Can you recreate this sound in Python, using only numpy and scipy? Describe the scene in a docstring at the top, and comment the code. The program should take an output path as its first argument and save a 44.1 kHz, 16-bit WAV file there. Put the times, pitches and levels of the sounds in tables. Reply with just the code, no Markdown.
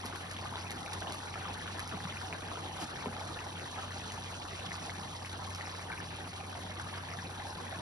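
"""Thick stew simmers in a wide pan, close to a two-port microphone in a small kitchen.
Bubbles burst as short damped notes, and big ones slump in a falling blop with a spray of noise.
Sauce spits and fizzes at the hot metal as noise bursts and tiny ticks, over a noise bed of seething.
The pan wall and the room throw the bursts back, and an appliance hums in its own rumble of air."""
import sys
import numpy as np
from scipy import signal
from scipy.fft import rfft, irfft, next_fast_len
from scipy.io import wavfile

SR = 44100
rng = np.random.default_rng(int(sys.argv[2]) if len(sys.argv) > 2 else 0)


def put_to_file(sound):
    """Save the sound as 16-bit audio at rate SR, in the file named by the first command-line argument."""
    columns = np.atleast_2d(sound).T  # one column per channel
    safe = np.clip(columns, -1, 1)
    whole_steps = np.round(safe * 32767)
    wavfile.write(sys.argv[1], SR, whole_steps.astype(np.int16))


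N = 344403
TIME = np.arange(N) / SR  # s
TEAR = 0.5  # strength of the smack of a tearing film beside the bubble's note
TRAIL_S = 0.024  # s, spread of the smaller bursts that follow a pop or a spit


def amp(db):
    """Decibels to gain."""
    return 10 ** (np.asarray(db) / 20)


def unit(x):
    """Scales to an rms of 1."""
    return x / np.sqrt(np.mean(x ** 2) + 1e-20)


def read(points, hz):
    """Reads a table on a log-frequency axis."""
    f, value = np.transpose(points)
    return np.interp(np.log(hz + 1), np.log(f + 1), value)


def bins(x):
    """Frequencies of the spectrum of x."""
    return np.fft.rfftfreq(x.shape[-1], 1 / SR)


def colour(x, points, share=1):
    """Filters by a share of a (frequency [Hz], gain [dB]) table."""
    length = x.shape[-1]
    size = next_fast_len(length, True)
    gain = amp(share * read(points, np.fft.rfftfreq(size, 1 / SR)))
    return irfft(rfft(x, size) * gain, size)[..., :length]


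def add(track, s, sound):
    """Mixes a sound into a track at time s."""
    part = track[max(round(s * SR), 0):][:len(sound)]
    part += sound[:len(part)]


def drift(per_s):
    """A random wander of rms 1, in straight lines between per_s random points a second."""
    return unit(np.interp(TIME * per_s, np.arange(4096), rng.standard_normal(4096)))


def heat(column):
    """Boiling (column 1) or frying (column 2) in dB: a slow course with brief random surges."""
    # how hard the pan works, about its average: (time [s], boiling [dB], frying [dB])
    course = np.array([(0.0, -0.5, 0), (0.8, -0.4, 1), (1.05, 0.5, 1), (2.6, 0.5, 0.6), (3.8, 0.1, 1.5),
                       (4.4, -0.7, 2.24), (6.4, -0.9, -0.1), (7.2, -0.55, 0)])
    surge_db, surges_per_s = 0.8, 45
    return np.interp(TIME, course[:, 0], course[:, column]) + surge_db * drift(surges_per_s)


def diffuse(size):
    """White noise at both ports: alike in bass and treble, mostly unrelated between, phase-shifted on the left."""
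    # likeness of diffuse sound at the two ports: (frequency [Hz], likeness [0-1])
    likeness = [(40, 0.99), (100, 1), (260, 0.99), (400, 0.25), (2500, 0.05), (4300, 0.07), (5200, 1)]
    # phase of the left port behind the right in diffuse noise, negative where it leads:
    # (frequency [Hz], phase [radians])
    left_phase = [(40, 0), (500, -0.5), (1500, 0.6), (3300, 2.5), (5300, 6.5), (6200, 8), (6900, 8.5),
                  (8800, 9.5), (9900, 12.5)]
    noise = rng.standard_normal((2, next_fast_len(size, True)))
    (shared, other), hz = rfft(noise), bins(noise)
    same = np.clip(read(likeness, hz), 0, .996)
    left = shared * np.exp(-1j * read(left_phase, hz))
    right = same * shared + np.sqrt(1 - same ** 2) * other
    return irfft([left, right], noise.shape[-1])[:, :size]


def bubble(hz, cycles, glide, opening=.5, tear=0):
    """A film tears with a wet smack and the cavity rings; pitch and damping rise as the hole widens."""
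    tear_s = 0.00013  # s, time scale of the smack
    turns = np.arange(int(4 * cycles / hz * SR) + 2) * hz / SR  # elapsed cycles
    swell = (1 - np.exp(-turns / opening)) * np.exp(-(turns / cycles) ** 1.5)
    pitch = 1 + glide * (np.tanh(turns / cycles) - .5)
    note = swell / swell.max() * np.sin(2 * np.pi * np.cumsum(pitch) * hz / SR)
    age = np.maximum(turns - .25, 0) / hz / tear_s  # the smack starts a quarter cycle in
    smack = np.e * age * (1 - age / 2) * np.exp(-age) * 2
    return note + tear * smack


def burst(spots, where, s, db, hz, cycles, glide, opening, tear=0):
    """Sounds each bubble on the track of its own spot in the pan; the film tears inwards or outwards."""
    out = np.zeros((spots, N))
    smacks = tear * rng.choice([-1, 1], len(s))
    own_spot = (where * spots).astype(int)
    bubbles = zip(own_spot, s, amp(db), smacks, hz, np.maximum(cycles, .5), glide)
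    for spot, start, gain, smack, *shape in bubbles:
        add(out[spot], start, gain * bubble(*shape, opening, smack))
    return out


def path(lag, wall_db, room_db, wall_s=.004, size=8192, count=4):
    """From one spot to both ports: direct sound, echoes off the pan wall and hob, the kitchen's tail."""
    # kitchen reverberation: (frequency [Hz], time to fall by 60 dB [s])
    kitchen = [(1000, 0.18), (8000, 0.09)]
    port_lag = 0.00026  # s, an echo's delay between the ports reaches twice this either way
    hz = np.fft.rfftfreq(size, 1 / SR)
    near = np.exp(-2j * np.pi * hz * np.array([[lag], [0]]))
    for late, side, sign in rng.uniform(-1, 1, (count, 3)):
        delay = wall_s * (1 + 0.8005 * late) + np.array([[2 * port_lag * side], [0]])
        near = near + np.sign(sign) * amp(wall_db) * np.exp(-2j * np.pi * hz * delay)
    f, t, z = signal.stft(diffuse(size), SR, nperseg=256)
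    decay = amp(-60 * t / read(kitchen, f)[:, None])
    tail = signal.istft(z * decay, SR, nperseg=256)[1][:, :size]
    tail *= np.minimum(TIME[:size] / .006, 1)  # builds up over 6 ms
    return irfft(near) + amp(room_db) * tail / np.linalg.norm(tail[0])


def heard(spots, lag, lag_spread, wall_db, room_db):
    """A row of spots across the pan, each with its own delay between the ports."""
    lags = lag * (1 + lag_spread * np.linspace(-1, 1, len(spots)))
    return sum(signal.oaconvolve(spot[None], path(own, wall_db, room_db), axes=1)[:, :N]
               for spot, own in zip(spots, lags))


def seethe(boil, fry, level_db=-51.0, flicker_db=2.0, split_hz=3000):
    """Bubbles too small to tell apart: body follows boiling, hiss frying; the top only crackles."""
    # the blended seething of countless tiny bubbles: (frequency [Hz], relative level [dB])
    spectrum = [(100, -36), (250, -5), (420, 7), (580, 1), (790, 11), (1100, -6), (3000, -11), (4200, -0.5),
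                (5000, -8), (6100, -1.5), (7000, -12.5), (8600, -3), (9600, -9.5), (10800, -9),
                (11800, -16.5)]
    noise = unit(colour(diffuse(N), spectrum))
    body = signal.sosfiltfilt(signal.butter(2, split_hz, fs=SR, output="sos"), noise)
    top = colour(noise, [(6500, -40), (9000, 0)])
    hiss = noise - body - top
    boiling = amp(1.3 * boil + flicker_db * drift(70))
    crackle = amp(flicker_db * drift(130))
    return amp(level_db) * (body * boiling + (hiss * amp(1.6 * fry) + top) * crackle)


def appliance(air_db=-52.0, waver=0.14, slip=0.095, port_phase=0.052):
    """A motor's wavering hum, a little later at the left port, in a rumble of air; it dips once."""
    # tone of the motor: (frequency [Hz], level before the waver [dB rms])
    hz, db = (93.2, -49.3)
    # brief dip of the hum: (time [s], length [s], level change [dB])
    s, length, dip_db = (2.94, 0.14, -10)
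    # air noise of the appliance: (frequency [Hz], relative level [dB])
    rumble = [(24, -13), (47, 0), (90, 5), (117, -0.5), (129, 10), (139, 1), (179, 7.5), (196, -12.5),
              (234, 2), (300, -5), (4000, -130.5)]
    level = amp(db + dip_db * np.exp(-(2 * (TIME - s) / length) ** 2))
    phase = 2 * np.pi * hz * TIME + slip * drift(3.8) - np.array([[port_phase], [0]])
    tone = level * np.sqrt(2) * np.sin(phase)
    air = amp(air_db) * unit(colour(diffuse(N), rumble))
    return tone * (1 + waver * drift(8.3)) + air


def simmer(spots, boil, level_db=-49.5, spread_db=1.0, ring=2.72, glide=0.18, count=4500):
    """A crowd of lesser bubbles; the large, low ones are damped most by the thick sauce."""
    # typical strength of a small bubble by its pitch: (frequency [Hz], relative level [dB])
    strength = [(170, 3), (250, -3), (340, -2.5), (450, -2.5), (580, -7.5), (720, 5), (900, 4), (1200, 3),
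                (1750, 4), (2050, 0.5), (2500, 3), (4000, 3.5)]
    when, where, size, force, wetness, rise = rng.random((count, 6)).T
    hz = 170 * 24 ** (size ** .75)
    cycles = ring * (.5 + wetness) * np.minimum(hz / 1200, 2) ** .6
    stray_db = spread_db * np.minimum(-np.log(1 - force), 2.3)
    db = read(strength, hz) + stray_db + boil[(when * N).astype(int)]
    tear = TEAR * np.minimum(hz / 700, 1)  # low bubbles smack less
    out = burst(spots, where, when * N / SR, db, hz, cycles, glide * rise, opening=1.4, tear=tear)
    return amp(level_db) * out / out.sum(0).std()


def fizz(spots, fry, level_db=-55.5, spread_db=4.5, ring=2.47, count=4000):
    """Tiny bubbles frying at the rim, each a tick about a millisecond long."""
    # level of the fizzing ticks by pitch, almost silent from 6 to 9.5 kHz:
    # (frequency [Hz], relative level [dB])
    tick_level = [(2800, 17.5), (4200, 12.5), (5000, 12.5), (5600, 12.5), (6100, -32), (9500, -33),
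                  (10300, 8)]
    when, where, size, force, wetness = rng.random((count, 5)).T
    hz = 2800 * 3.8 ** size
    cycles = ring * (.5 + wetness) * hz / 5000
    stray_db = spread_db * np.minimum(-np.log(1 - force), 3.0)
    db = read(tick_level, hz) + stray_db + fry[(when * N).astype(int)]
    out = burst(spots, where, when * N / SR, db, hz, cycles, np.zeros(count), opening=22.0)
    return amp(level_db) * out / out.sum(0).std()


def blips(spots, boil, level_db=-43.0, spread_db=0.4, low_hz=760, high_hz=1950,
          ring=4.54, glide=0.13, count=220):
    """Middle-sized bubbles that pop distinctly, one after another at uneven intervals."""
    when, where, size, force, wetness = rng.random((count, 5)).T
    s = (np.arange(count) + when) / count * N / SR
    hz = low_hz * (high_hz / low_hz) ** size
    db = level_db + spread_db * (2 * force - 1) + np.interp(s, TIME, boil)
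    cycles = ring * (.5 + wetness)
    return burst(spots, where, s, db, hz, cycles, glide * wetness, opening=1.15, tear=TEAR)


def pops(spots, level_db=0.0, glide=0.075, trail_db=-10, trail_ring=2.4, sag_octaves=0.8, count=2):
    """The large bubbles; each tears open weaker neighbours, the later the lower as the crater widens."""
    # the loudest bursts: (time [s], note level at the pan [dB], pitch [Hz], ring length [cycles])
    loudest = [(0.038, -36.5, 1080, 5.0), (0.048, -37.5, 390, 1.3), (0.127, -33.0, 1410, 2.0),
               (0.158, -36, 1570, 2.0), (0.366, -31.5, 3280, 3.2), (0.435, -39, 990, 8.0),
               (0.457, -37.5, 1190, 8.0), (0.525, -35.0, 900, 3.2), (0.538, -34.0, 1190, 2.0),
               (0.556, -32.0, 900, 1.3), (0.557, -28.5, 3580, 3.2), (0.577, -38.5, 1430, 5.0),
               (0.668, -36, 2500, 8.0), (0.717, -36, 2110, 3.2), (0.862, -33.5, 2290, 3.2),
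               (0.878, -34.5, 1580, 2.0), (0.922, -35, 2480, 3.2), (1.017, -35, 684, 1.3),
               (1.021, -34, 1580, 8.0), (1.048, -33, 990, 2.0), (1.072, -32.5, 2940, 5.0),
               (1.107, -32, 900, 1.3), (1.341, -32.5, 2270, 3.2), (1.356, -36.5, 1310, 8.0),
               (1.455, -33.5, 1190, 3.2), (1.608, -37.0, 1880, 3.2), (1.616, -38, 1720, 8.0),
               (1.679, -32.5, 1430, 3.2), (1.785, -35, 1720, 5.0), (1.796, -36, 1720, 3.2),
               (1.925, -30, 1400, 1.7), (1.937, -36, 1190, 2.0), (2.005, -33.0, 1720, 2.0),
               (2.054, -30.5, 1500, 1.2), (2.123, -36, 2070, 3.2), (2.159, -36.5, 1880, 3.2),
               (2.17, -32.5, 2490, 5.0), (2.215, -33.5, 1560, 3.2), (2.327, -27.5, 2470, 2.4),
               (2.333, -34, 2010, 1.2), (2.516, -33, 980, 1.3), (2.555, -39, 1305, 8.0),
               (2.574, -31, 900, 1.3), (2.799, -38.5, 747, 6.0), (2.823, -32, 1000, 1.3),
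               (2.957, -36.5, 1720, 3.2), (3.009, -39, 2280, 8.0), (3.038, -39, 904, 8.0),
               (3.057, -38, 990, 8.0), (3.059, -29.5, 2270, 1.3), (3.129, -37, 1300, 2.0),
               (3.213, -35, 895, 2.0), (3.237, -35, 810, 1.3), (3.39, -32.5, 2680, 3.2),
               (3.404, -36.5, 1080, 2.0), (3.597, -32.5, 2730, 2.0), (3.783, -36.5, 1295, 8.0),
               (3.907, -37.5, 1880, 3.2), (4.101, -35.5, 2970, 5.0), (4.178, -35.5, 880, 3.0),
               (4.597, -34, 2700, 3), (4.665, -30.5, 3260, 2.0), (4.709, -34.5, 1720, 2.0),
               (4.718, -29, 1900, 3.2), (4.896, -30.0, 2000, 2.5), (5.248, -33, 2200, 2.5),
               (5.259, -33.5, 2900, 2.0), (5.61, -30.5, 1860, 3.2), (5.655, -36.0, 2260, 3.2),
               (5.672, -31.5, 1880, 1.3), (5.794, -35.5, 2070, 2.0), (5.901, -33.5, 1530, 5.0),
               (5.918, -34, 2280, 8.0), (5.926, -33.5, 1560, 8.0), (5.978, -34.5, 2490, 3.2),
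               (6.403, -36, 2460, 3.2), (6.552, -36, 840, 1.6), (6.797, -32.0, 1570, 5.0),
               (6.939, -38, 1700, 5.0), (7.115, -31, 2060, 1.3), (7.126, -37, 2070, 5.0),
               (7.188, -34, 1720, 5.0), (7.4, -36.5, 1880, 3.2), (7.45, -38.0, 835, 6.0),
               (7.667, -39.5, 1890, 8.0), (7.745, -38.5, 1720, 8.0)]
    s, db, hz, cycles = np.transpose(loudest)
    draws = rng.random((len(loudest), 2 + count)).T
    where, rise = draws[:2]
    out = burst(spots, where, s, db + level_db, hz, cycles, glide * rise, opening=0.56, tear=TEAR)
    for late in draws[2:]:
        near_hz = hz * 2 ** (-sag_octaves * late)
        ring = trail_ring * np.sqrt(near_hz / 1200)
        start = s + cycles / hz + TRAIL_S * late
        out += burst(spots, where, start, db + trail_db, near_hz, ring, glide * rise,
                     opening=0.56, tear=TEAR)
    return out


def snap(decay_s, size=256):
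    """A droplet flashes to steam: a burst of noise that dies away within a few milliseconds."""
    noise = rng.standard_normal(size) * np.exp(-np.arange(size) / SR / decay_s)
    return noise / np.linalg.norm(noise)


def spits(spots, level_db=10.5, decay_s=0.0012, trail_db=-7, count=3):
    """Droplets of sauce that hit the hot metal and scatter into smaller ones."""
    # the sharpest spits of hot sauce: (time [s], relative level [dB])
    sharpest = [(0.057, -42), (0.158, -46), (0.313, -45.5), (0.707, -41), (0.933, -41.5), (1.123, -41.5),
                (1.794, -41), (1.876, -46.5), (4.12, -46), (5.548, -45)]
    # colour of a spit: (frequency [Hz], gain [dB])
    spit_colour = [(300, -1), (1500, 21), (4300, 20), (7500, 13.5), (11500, 13.5)]
    out = np.zeros((spots, N))
    for s, db in sharpest:
        spot = out[rng.integers(spots)]
        drops = [(s, db)] + [(s + TRAIL_S * late, db + trail_db) for late in rng.random(count)]
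        for start, drop_db in drops:
            add(spot, start, amp(drop_db + level_db) * colour(snap(decay_s), spit_colour))
    return out


def splats(spots, level_db=0.0, fall=0.249, spray_db=-16, spray_s=0.01):
    """A big bubble tears with a wet spray, and its note staggers down as the crater opens."""
    # big bubbles that split and slump:
    # (time [s], relative level [dB], first pitch [Hz], last pitch [Hz], length [s])
    slumps = [(1.937, -39, 560, 150, 0.024), (2.047, -37.5, 210, 150, 0.024), (2.235, -46, 200, 140, 0.03),
              (2.3285, -30.5, 1400, 550, 0.0028), (2.817, -46, 380, 310, 0.036),
              (3.059, -32.5, 1000, 310, 0.0072), (3.067, -33.5, 280, 224, 0.014)]
    slump_wobble = 0.15  # octaves rms by which the sagging sauce shakes the note
    out = np.zeros((spots, N))
    t = TIME[:2048]
    for (s, db, first_hz, last_hz, length), spot in zip(slumps, rng.integers(spots, size=len(slumps))):
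        age = np.arange(0, length, 1 / SR) / length
        wobble, flap = drift(350)[:len(age)], drift(250)[:len(age)]
        sag = (last_hz / first_hz) ** (1 - np.exp(-age / fall))
        hz = first_hz * sag * 2 ** (slump_wobble * wobble)
        turns = np.cumsum(hz) / SR
        swell = (1 - np.exp(-4 * turns)) * (1 - age ** 3) ** 2 * (1 + .4 * np.tanh(flap))
        spray_colour = [(1.3 * first_hz, 0), (2.9 * first_hz, -24), (12000, -50)]
        spray = unit(colour(rng.standard_normal(len(t)), spray_colour)) * np.exp(-t / spray_s)
        add(out[spot], s, amp(db + level_db) * swell * np.sin(2 * np.pi * turns))
        add(out[spot], s, amp(db + spray_db) * spray)
    return out


def gush(roughness_db=0.5):
    """A pocket of steam vents through the sauce: a short wet sputter of noise that swells and dies."""
    # the vent: (time [s], length [s], level before the swell [dB])
    s, length, db = (2.785, 0.075, -42.5)
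    swell = np.sin(np.pi * np.clip((TIME - s) / length, 0, 1))
    sputter = amp(roughness_db * drift(300))
    wet_colour = [(60, -33), (330, -3), (1500, -11), (5000, -8), (11000, -18)]
    return amp(db) * swell * unit(sputter * colour(diffuse(N), wet_colour))


def stew(boil, fry, count=8):
    """Larger bubbles burst in the open middle, louder on the left; lesser ones all over; frying at the rim."""
    large = pops(count) + splats(count) + blips(count, boil)
    middle = heard(large, lag=.0001, lag_spread=.3, wall_db=-16, room_db=-9)
    around = heard(simmer(count, boil), lag=0.00012, lag_spread=0.27, wall_db=-7.5, room_db=-3.5)
    frying = fizz(count, fry) + spits(count)
    rim = heard(frying, lag=.000188, lag_spread=.04, wall_db=-19, room_db=-8)
    return middle * amp([[.7], [-.7]]) + around + rim


def scene():
    """The pan and the hum together; shared surges drive the small bubbles and their blended seething."""
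    boil, fry = heat(1), heat(2)
    return stew(boil, fry) + seethe(boil, fry) + gush() + appliance()


def record(dry):
    """The microphone: each port's colour, equal in the bass, then the band limit."""
    # the ports differ in colour: (frequency [Hz], left minus right [dB])
    tilt = [(340, 0.5), (480, -2.5), (590, -1), (690, -5), (830, 1), (970, 4), (1300, -1), (1750, 3),
            (2300, -0.5)]
    edge_hz = 11700
    ports = colour(dry, [(200, 0)] + tilt, np.array([[.5], [-.5]]))
    lowpass = signal.firwin(301, edge_hz, window=("kaiser", 9), fs=SR)
    return signal.oaconvolve(ports, lowpass[None], "same")


dry = scene()
out = record(dry)
put_to_file(out)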